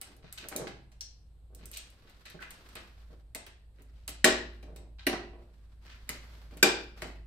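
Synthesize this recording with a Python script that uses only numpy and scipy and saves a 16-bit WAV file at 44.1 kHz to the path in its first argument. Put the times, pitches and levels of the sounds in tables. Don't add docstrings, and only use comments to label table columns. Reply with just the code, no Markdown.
import sys
import numpy as np
from scipy import signal
from scipy.fft import rfft, irfft
from scipy.io import wavfile

SR = 44100
rng = np.random.default_rng(int(sys.argv[2]) if len(sys.argv) > 2 else 0)


def to_wav(sig):
    pcm = np.clip(np.atleast_2d(sig), -1, 1) * 32767
    pcm = np.round(pcm).astype(np.int16)
    wavfile.write(sys.argv[1], SR, pcm.T)


N = 320430
SHORT, BRIEF = 32768, 6000
AGE, TIME = np.arange(SHORT) / SR, np.arange(N) / SR

# (time [s], level [dB])
HUM_LEVELS = [(0.0, -75), (0.16, -61), (1.68, -52), (2.04, -63.5), (2.47, -56), (2.51, -61.5), (3.07, -51),
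              (3.45, -58), (4.31, -47.5), (5.37, -50.5), (5.45, -55), (6.56, -48.5), (6.68, -54.5),
              (7.2, -46)]
# (frequency [Hz], level [dB])
RUMBLE_TONE = [(20, -12), (40, -2), (75, -1), (120, -7.5), (250, -24), (1000, -60)]
# (frequency [Hz], level [dB])
AIR_TONE = [(20, -2.5), (60, -2.5), (120, -8), (220, -23), (600, -27.5), (2000, -40.5), (4200, -39),
            (6000, -53.5), (8400, -36.5), (12000, -42), (16000, -56.5)]
# (frequency [Hz], ring time [s])
ECHO_TIMES = [(100, 0.85), (350, 0.39), (1000, 0.46), (2500, 0.45), (5000, 0.41), (8000, 0.29),
              (16000, 0.05)]
# (frequency [Hz], likeness [1 = same, 0 = unrelated])
EAR_LIKENESS = [(60, 0.9), (300, 0.98), (640, 0.81), (1400, 0.11), (3000, .1), (7000, -0.0042),
                (15000, 0.077)]
# (time [s], left ear delay [ms])
EAR_DELAYS = [(0, 0.26), (3.4, 0.23), (4, -0.04), (7.27, -0.087)]
# (frequency [Hz], width [Hz], level [dB])
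MIC_NOTCHES = [(9710, 2300, -24), (13110, 1700, -19.5), (16000, 1500, -9)]

# (time [s], length [s], level [dB])
BODY_MOVES = [(0, 0.11, -59.5), (0.359, 0.24, -57), (1.576, 0.78, -64.5), (2.397, 0.44, -59),
              (2.797, 0.35, -67), (3.738, 0.92, -72.5), (5.374, 0.59, -73.5), (5.812, 0.51, -63.5),
              (6.069, 0.75, -61.5), (6.96, 0.11, -55)]
# (frequency [Hz], level [dB])
CLOTH_TONE = [(150, 7), (400, 3.5), (800, 0), (1500, 2.5), (2500, -3), (4500, -3.5), (7000, -13.5),
              (12000, -10), (16000, -20.5)]
# (time [s], length [s], level [dB])
FOOTSTEPS = [(0.237, 0.013, -24.5), (1.496, 0.2, -25), (2.039, .05, -33), (2.341, 0.018, -21),
             (2.754, 0.011, -23), (3.098, 0.046, -27.5), (3.785, .04, -31.5)]
# (time [s], length [s], level [dB], pitch [Hz])
SOLE_SQUEAKS = [(2.387, 0.053, -21.5, 1600), (2.415, 0.012, -24.5, 1540), (2.424, 0.0094, -23.5, 1980)]
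# (time [s], length [s], level [dB], middle frequency [Hz])
RUBS = [(0.221, 0.091, -27.5, 2300), (.375, 0.026, -15.5, 3320), (0.424, 0.019, -22, 2000),
        (0.514, 0.011, -17.5, 1050), (0.551, 0.077, -23, 6060), (0.67, 0.011, -16.5, 2480),
        (1.588, 0.072, -31, 2200), (1.728, 0.057, -13.5, 5050), (2.03, 0.082, -32, 1890),
        (2.25, 0.049, -20.5, 2920), (2.414, .023, -19, 1430), (2.753, 0.035, -17.5, 1950),
        (3.783, 0.032, -37.5, 1381), (3.935, 0.12, -40, 3290), (4.985, 0.054, -23, 1980),
        (5.854, 0.077, -23, 2720), (7.013, 0.018, -14.5, 1855)]
# (time [s], length [s], level [dB], rough pitch
# [Hz])
FRAME_KNOCKS = [(.076, 0.18, -30, 373), (0.424, 0.034, -23.5, 400), (0.515, 0.059, -19, 516),
                (0.554, 0.089, -8, 353), (.608, 0.033, -20, 450), (3.348, 0.021, -21.5, 510),
                (4.089, 0.048, -27, 262), (4.627, 0.21, -20, 366), (5.127, 0.012, -8, 563),
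                (5.327, 0.11, -24.5, 437), (6.094, 0.016, -21.5, 342), (6.52, 0.13, -21.5, 261.6),
                (7.019, 0.04, -14.5, 430)]
# (time [s], level [dB], pitch [Hz], base width [Hz])
CABLE_FLICKS = [(1.0083, -14, 4920, 1760), (1.015, -21, 5100, 1970)]
# (time [s], level [dB], extra treble [dB])
JOINT_TICKS = [(.0135, -41, 17), (0.1653, -70, 22), (.3255, -48.5, 22), (.381, -48, 9), (.4858, -49, 26),
               (.5195, -44.5, -16), (.5626, -46, 30), (.6735, -42.5, -30), (.9168, -56, -3),
               (1.0085, -49.5, 17), (1.5484, -63, 27.5), (1.6562, -61.5, 31), (1.7144, -54.5, 23),
               (1.7395, -51, 13), (1.7724, -43.5, 19.5), (1.9016, -65.5, 21), (2.096, -63.5, 15),
               (2.2555, -46.5, 3), (2.2993, -49, 10), (2.4205, -42.5, -5), (2.506, -43.5, 12),
               (2.688, -51, 6), (2.753, -41.5, 9), (3.4645, -43, 4), (3.8205, -68.5, 24),
               (4.0913, -47, 22.5), (4.6268, -51.5, 1), (4.761, -49.5, 13), (6.571, -47, 8),
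               (7.019, -36, 1.5)]
# (frequency [Hz], width [Hz], level [dB])
HANDLE_TONES = [(650, 28, -8.5), (880, 380, -3.5), (1340, 270, -1.5), (1628, 190, -1), (1950, 760, -1),
                (2500, 600, -2), (2998, 180, -6.5), (3913, 550, -3), (4440, 190, -7.5), (8360, 730, -6),
                (11100, 420, -12), (12700, 240, -6.5)]

# (frequency [Hz], level [dB], ring time before any limit [s])
TUBE_NOTES = [(1410, -3.5, 0.98), (1606, -1.5, .7), (2078, 2, 0.64), (2600, 2, 0.76), (2830, -2, 0.93),
              (2862, -7.5, 0.97), (3400, -3, 0.77), (4140, 1, .9), (4406, -5.5, .8)]
# (frequency [Hz], level [dB], ring time before any limit [s])
DECK_NOTES = [(205, -3.5, 0.21), (242.7, -0.5, 0.37), (296, 3, .33), (322, 1.5, 0.15), (350.7, 1, 0.52),
              (398.5, -8, 0.6), (435, -13.5, 0.3), (560.6, -5.5, 0.55), (604.5, -3, 0.34),
              (698, -5.5, 0.33), (769, -8, 0.19), (810, -12.5, 0.45), (1380, -20, 0.095),
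              (1570, -16.5, 0.22), (1730, -12, 0.22), (2340, -8, .28), (2360, -12, 0.24),
              (2440, -6.5, 0.14), (2756, -11, 0.18), (3214, -12, 0.18), (3699, -23, 0.35),
              (4000, -18, 0.22), (4770, -23, 0.15)]
# (frequency [Hz], level [dB], ring time before any limit [s])
THUMP_NOTES = [
    [(244.1, -8, 0.36), (352.3, 2, 0.24), (637, -3.5, 0.34), (763, -10.5, 0.18)],
    [(277, -5.5, 0.17), (760, -18.5, 0.55)],
    [(201, 3, 0.14), (374, 3.5, 0.28)],
]
# (time [s], click level [dB], ping level [dB])
LEVER_PULLS = [(3.3483, -36, -17.5), (4.078, -34.5, -26.5), (6.0914, -32.5, -10)]
# (frequency [Hz], level [dB], ring time [s])
PIN_NOTES = [(2041, -2.5, 0.034), (2100, -0.5, 0.025), (3720, -13, .02), (4850, -8.5, .012),
             (8300, -8.5, .012), (12100, -4, .012)]
# (time [s], crack [dB], deck [dB], lever [dB], rattle [dB], thump [dB])
LEVER_SNAPS = [(4.243, 14, -2, 4.5, 2, -3.5), (5.0662, -6.5, -8, 0.5, -10, -11.5),
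               (6.627, 12.5, -8, 9.5, 0, -5)]
# (frequency [Hz], level [dB])
CRACK_TONE = [(150, -22.5), (400, -5), (800, -8.5), (1100, -29), (1550, 4), (2300, 1.5), (3200, -2.5),
              (4500, -4.5), (6000, -6), (8000, -0.5), (11500, -3.5), (16000, -18)]
# (frequency [Hz], level [dB])
RATTLE_TONE = [(80, -22.5), (160, -12), (230, -2.5), (400, 4.5), (600, -4.5), (800, -4), (1100, -7),
               (1600, -8.5), (2700, -7.5), (5000, -11.5), (8000, -21), (16000, -34.5)]
# (frequency [Hz], base width [Hz], level [dB])
LEVER_NOTES = [
    [(1713, 43, -5), (1930, 200, -0.5), (2110, 110, -0.5), (2925, 220, -9), (3020, 120, -2.5),
     (4067, 320, 0), (5170, 250, -12), (8500, 450, -8.5)],
    [(1594, 150, -11.5), (1950, 190, 4.5), (2300, 420, -0.5), (2690, 240, -1.5), (4100, 580, -0.5),
     (5540, 270, -8), (9400, 730, 1.5), (10700, 1400, 3)],
    [(845, 70, -13), (1390, 30, -5.5), (1586, 200, -1.5), (1940, 190, -11), (2430, 170, 1.5),
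     (3520, 150, -5), (4830, 730, -2.5), (7640, 3600, -32.5)],
]


def from_db(db):
    return 10 ** (np.asarray(db) / 20)


def unit(x):
    return x / np.sqrt(np.mean(np.sum(x ** 2, axis=-1)) + 1e-20)


def at_hz(points, hz):
    known_hz, value = np.transpose(points)
    return np.interp(np.log(np.maximum(hz, 1)), np.log(known_hz), value)


def add(out, s, sound):
    start = max(round(s * SR), 0)
    out[:, start:start + sound.shape[-1]] += sound[..., :N - start]


def band(x, low_hz, high_hz):
    return signal.sosfilt(signal.butter(2, [low_hz, high_hz], "band", fs=SR, output="sos"), x + 1e-18)


def resonate(x, hz, width_hz):
    r = np.exp(-np.pi * width_hz / SR)
    feedback = [1, -2 * r * np.cos(2 * np.pi * hz / SR), r * r]
    return signal.lfilter(np.array([1, 0, -1]) * (1 - r * r) / 2, feedback, x + 1e-18)


def colour(x, tone):
    gains = from_db(at_hz(tone, np.fft.rfftfreq(SHORT, 1 / SR)))
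    cepstrum = irfft(np.log(gains))
    response = np.exp(rfft(2 * cepstrum[:SHORT // 2], SHORT))
    return irfft(rfft(x, SHORT) * response)


def trail(kicks, decay_s):
    return signal.lfilter([1], [1, -np.exp(-1 / (decay_s * SR))], kicks + 1e-18)


def wander(per_s):
    points = rng.standard_normal(2000)
    return np.interp(TIME * per_s, np.arange(len(points)), points)


def diffuse(size, tone=((1, 0), (2, 0))):
    hz = np.fft.rfftfreq(size, 1 / SR)
    alike = at_hz(EAR_LIKENESS, hz)
    mid, side = rfft(rng.standard_normal((2, size))) * from_db(at_hz(tone, hz))
    ears = np.sqrt(1 + alike) * mid + np.sqrt(1 - alike) * side * [[1], [-1]]
    return unit(irfft(ears, size)) * np.sqrt(size)


def contact(s, decay_s, scatter=1.0):
    age = AGE[:BRIEF]
    fade = np.exp(-age / decay_s) * (1 - np.exp(-age / 0.0015))
    direct = rng.standard_normal(BRIEF) * fade
    lag_s = np.interp(s, *np.transpose(EAR_DELAYS)) / 1000
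    ears = [np.interp(age - delay, age, direct, left=0) for delay in (max(lag_s, 0), max(-lag_s, 0))]
    return unit(np.array(ears)) + scatter * unit(diffuse(BRIEF) * fade)


def friction(length_s, slips_per_s, spread_db, swell=0.13):
    size = 2 * BRIEF
    slips = rng.random(size) < slips_per_s / SR
    strength = from_db(spread_db * np.clip(rng.standard_normal(size), -2, 2))
    grains = trail(slips * strength, decay_s=0.00077) + 0.12
    progress = AGE[:size] / length_s
    return diffuse(size) * grains * progress ** swell * np.exp(-np.minimum(progress ** 2, 20))


def hollow(x):
    spot_db = np.clip(3.5 * rng.standard_normal(len(HANDLE_TONES)), -6, 6)
    return 0.5 * x + sum(from_db(db + extra_db) * resonate(x, hz, width_hz)
                         for (hz, width_hz, db), extra_db in zip(HANDLE_TONES, spot_db))


def ring(notes, swell_s, spread_db, longest_s=np.inf):
    hz, db, ring_s = np.transpose(notes)[:, :, None]
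    gain = from_db(db + spread_db * rng.standard_normal(hz.shape))
    fade = gain * from_db(-60 * AGE / np.minimum(ring_s, longest_s))
    phase = 2 * np.pi * hz * AGE + rng.uniform(-np.pi, np.pi, hz.shape)
    ear_shift = rng.choice([-1, 1], hz.shape) * np.arccos(at_hz(EAR_LIKENESS, hz)) / 2
    ears = np.array([np.sum(fade * np.sin(phase + side * ear_shift), axis=0) for side in (1, -1)])
    return unit(ears * (1 - np.exp(-AGE / swell_s)))


def background():
    pitch_hz = 55 + wander(per_s=11)
    level_db = np.interp(TIME, *np.transpose(HUM_LEVELS)) - 0.1 * wander(per_s=9)
    balance = from_db([[-0.45], [0.45]])
    hum = np.sqrt(2) * np.sin(2 * np.pi * np.cumsum(pitch_hz) / SR) * balance
    rumble = from_db(-10.5) * diffuse(N, RUMBLE_TONE)
    air = from_db(-61) * diffuse(N, AIR_TONE)
    return from_db(level_db) * (hum + rumble) + air


def garage(x, early_db, tail_db):
    hz, _, slices = signal.stft(diffuse(SHORT), SR, nperseg=256)
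    age = np.linspace(0, AGE[-1], slices.shape[-1])
    fade = from_db(-60 * age / at_hz(ECHO_TIMES, hz)[:, None])
    tail = signal.istft(slices * fade, SR)[1][:, :SHORT]
    tail = unit(tail * (1 - np.exp(-AGE / 0.0046)))
    early = unit(diffuse(SHORT) * AGE * np.exp(-AGE / 0.0036))
    return signal.fftconvolve(x, from_db(early_db) * early + from_db(tail_db) * tail, axes=1)[:, :N]


def clothes():
    rise_s, fall_s = 0.01, 0.065
    effort = 0
    for s, length_s, db in BODY_MOVES:
        age = np.maximum(TIME - s, 0)
        fade = np.exp(-np.maximum(age - length_s, 0) / fall_s)
        effort += from_db(db) * (1 - np.exp(-age / rise_s)) * fade
    crinkles = trail(rng.random(N) < 17 / SR, decay_s=0.01)
    folds = from_db(1.8 * wander(per_s=50) - 2)
    return diffuse(N, CLOTH_TONE) * effort * (folds + from_db(-1) * crinkles)


def thuds():
    out, step_hz = np.zeros((2, N)), 277
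    for s, length_s, db, hz in FRAME_KNOCKS + [(*step, step_hz) for step in FOOTSTEPS]:
        burst = friction(length_s, slips_per_s=250, spread_db=1)
        add(out, s, from_db(db) * unit(band(burst, hz / 3.1, hz * 1.536)))
    return out


def squeaks():
    out = np.zeros((2, N))
    for s, length_s, db, hz in SOLE_SQUEAKS:
        rub = friction(length_s, slips_per_s=890, spread_db=7)
        add(out, s, from_db(db) * unit(resonate(resonate(rub, hz, width_hz=300), hz, width_hz=700)))
    return out


def scrapes():
    out, reach = np.zeros((2, N)), 2 ** 1.1
    for s, length_s, db, hz in RUBS:
        rub = hollow(friction(length_s, slips_per_s=330, spread_db=3.5, swell=4.3 * length_s))
        add(out, s, from_db(db) * unit(band(rub, hz / reach, hz * reach)))
    return out


def cable():
    out = np.zeros((2, N))
    for s, db, hz, width_hz in CABLE_FLICKS:
        flick = resonate(contact(s, decay_s=0.00096), hz, width_hz)
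        add(out, s, from_db(db) * unit(resonate(flick, hz, 2 * width_hz)))
    return out


def ticks():
    out, pull_treble_db = np.zeros((2, N)), 13.5
    for s, db, treble_db in JOINT_TICKS + [(s, db, pull_treble_db) for s, db, _ in LEVER_PULLS]:
        treble = hollow(band(contact(s, decay_s=0.00092), 8000, 15500))
        middle = hollow(band(contact(s, decay_s=0.01), 1400, 11000))
        bass = hollow(band(contact(s, decay_s=0.011, scatter=0.93), 420, 900))
        add(out, s, from_db(db + 12 + treble_db) * unit(treble))
        add(out, s, from_db(db + 19) * unit(middle))
        add(out, s, from_db(db + 10.5 - 0.31 * treble_db) * unit(bass))
        add(out, s, from_db(db + 2) * ring(TUBE_NOTES, swell_s=0.002, spread_db=5.5, longest_s=0.45))
    return out


def deck_and_tubes():
    out = np.zeros((2, N))
    hard_blows = [(s, deck_db) for s, _, deck_db, *_ in LEVER_SNAPS]
    soft_blows = [(s, db - 11.5) for s, _, db, _ in FRAME_KNOCKS]
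    for s, db in hard_blows + soft_blows:
        add(out, s, from_db(db + 9.5) * ring(DECK_NOTES, swell_s=0.0016, spread_db=1, longest_s=0.5))
    for (s, _, deck_db, _, _, thump_db), notes in zip(LEVER_SNAPS, THUMP_NOTES):
        thump = ring(notes, swell_s=0.007, spread_db=2, longest_s=0.5)
        tubes = ring(TUBE_NOTES, swell_s=0.004, spread_db=6, longest_s=0.96)
        add(out, s, from_db(thump_db + 9) * thump + from_db(deck_db - 14.5) * tubes)
    return out


def rattle():
    bounces = rng.random(SHORT) < 450 / SR
    strength = from_db(3.5 * np.clip(rng.standard_normal(SHORT), -2, 1.5))
    chatter = trail(bounces * strength, decay_s=0.002) + 0.5
    fade = np.exp(-AGE / 0.038) * (1 - np.exp(-AGE / 0.006))
    return unit(colour(diffuse(SHORT) * chatter * fade, RATTLE_TONE))


def levers():
    out = np.zeros((2, N))
    for (s, crack_db, _, lever_db, rattle_db, _), notes in zip(LEVER_SNAPS, LEVER_NOTES):
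        blow = contact(s, decay_s=0.0055, scatter=0.96)
        add(out, s, from_db(crack_db) * unit(colour(blow, CRACK_TONE)))
        for hz, width_hz, db in notes:
            note = resonate(resonate(blow, hz, 1.5 * width_hz), hz, 3 * width_hz)
            add(out, s, from_db(lever_db + db - 6) * unit(note))
        add(out, s, from_db(rattle_db + 7.5) * rattle())
    for s, _, ping_db in LEVER_PULLS:
        add(out, s, from_db(ping_db) * ring(PIN_NOTES, swell_s=0.0004, spread_db=1))
    return out


def scene():
    snaps = levers()
    handling = ticks() + cable() + scrapes() + squeaks() + thuds()
    ringing = deck_and_tubes()
    echo = garage(snaps + from_db(3.5) * handling + from_db(-7.5) * ringing, early_db=-9, tail_db=-7)
    return snaps + handling + ringing + echo + clothes() + background()


def record(dry):
    ceiling, cutoff_hz = 0.92, 16000
    for hz, width_hz, db in MIC_NOTCHES:
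        dry = dry + (from_db(db) - 1) * resonate(dry, hz, width_hz)
    rounded = dry / (1 + (dry / ceiling) ** 4) ** 0.25
    return signal.sosfilt(signal.ellip(10, 0.2, 80, cutoff_hz, fs=SR, output="sos"), rounded)


dry = scene()
out = record(dry)
to_wav(out)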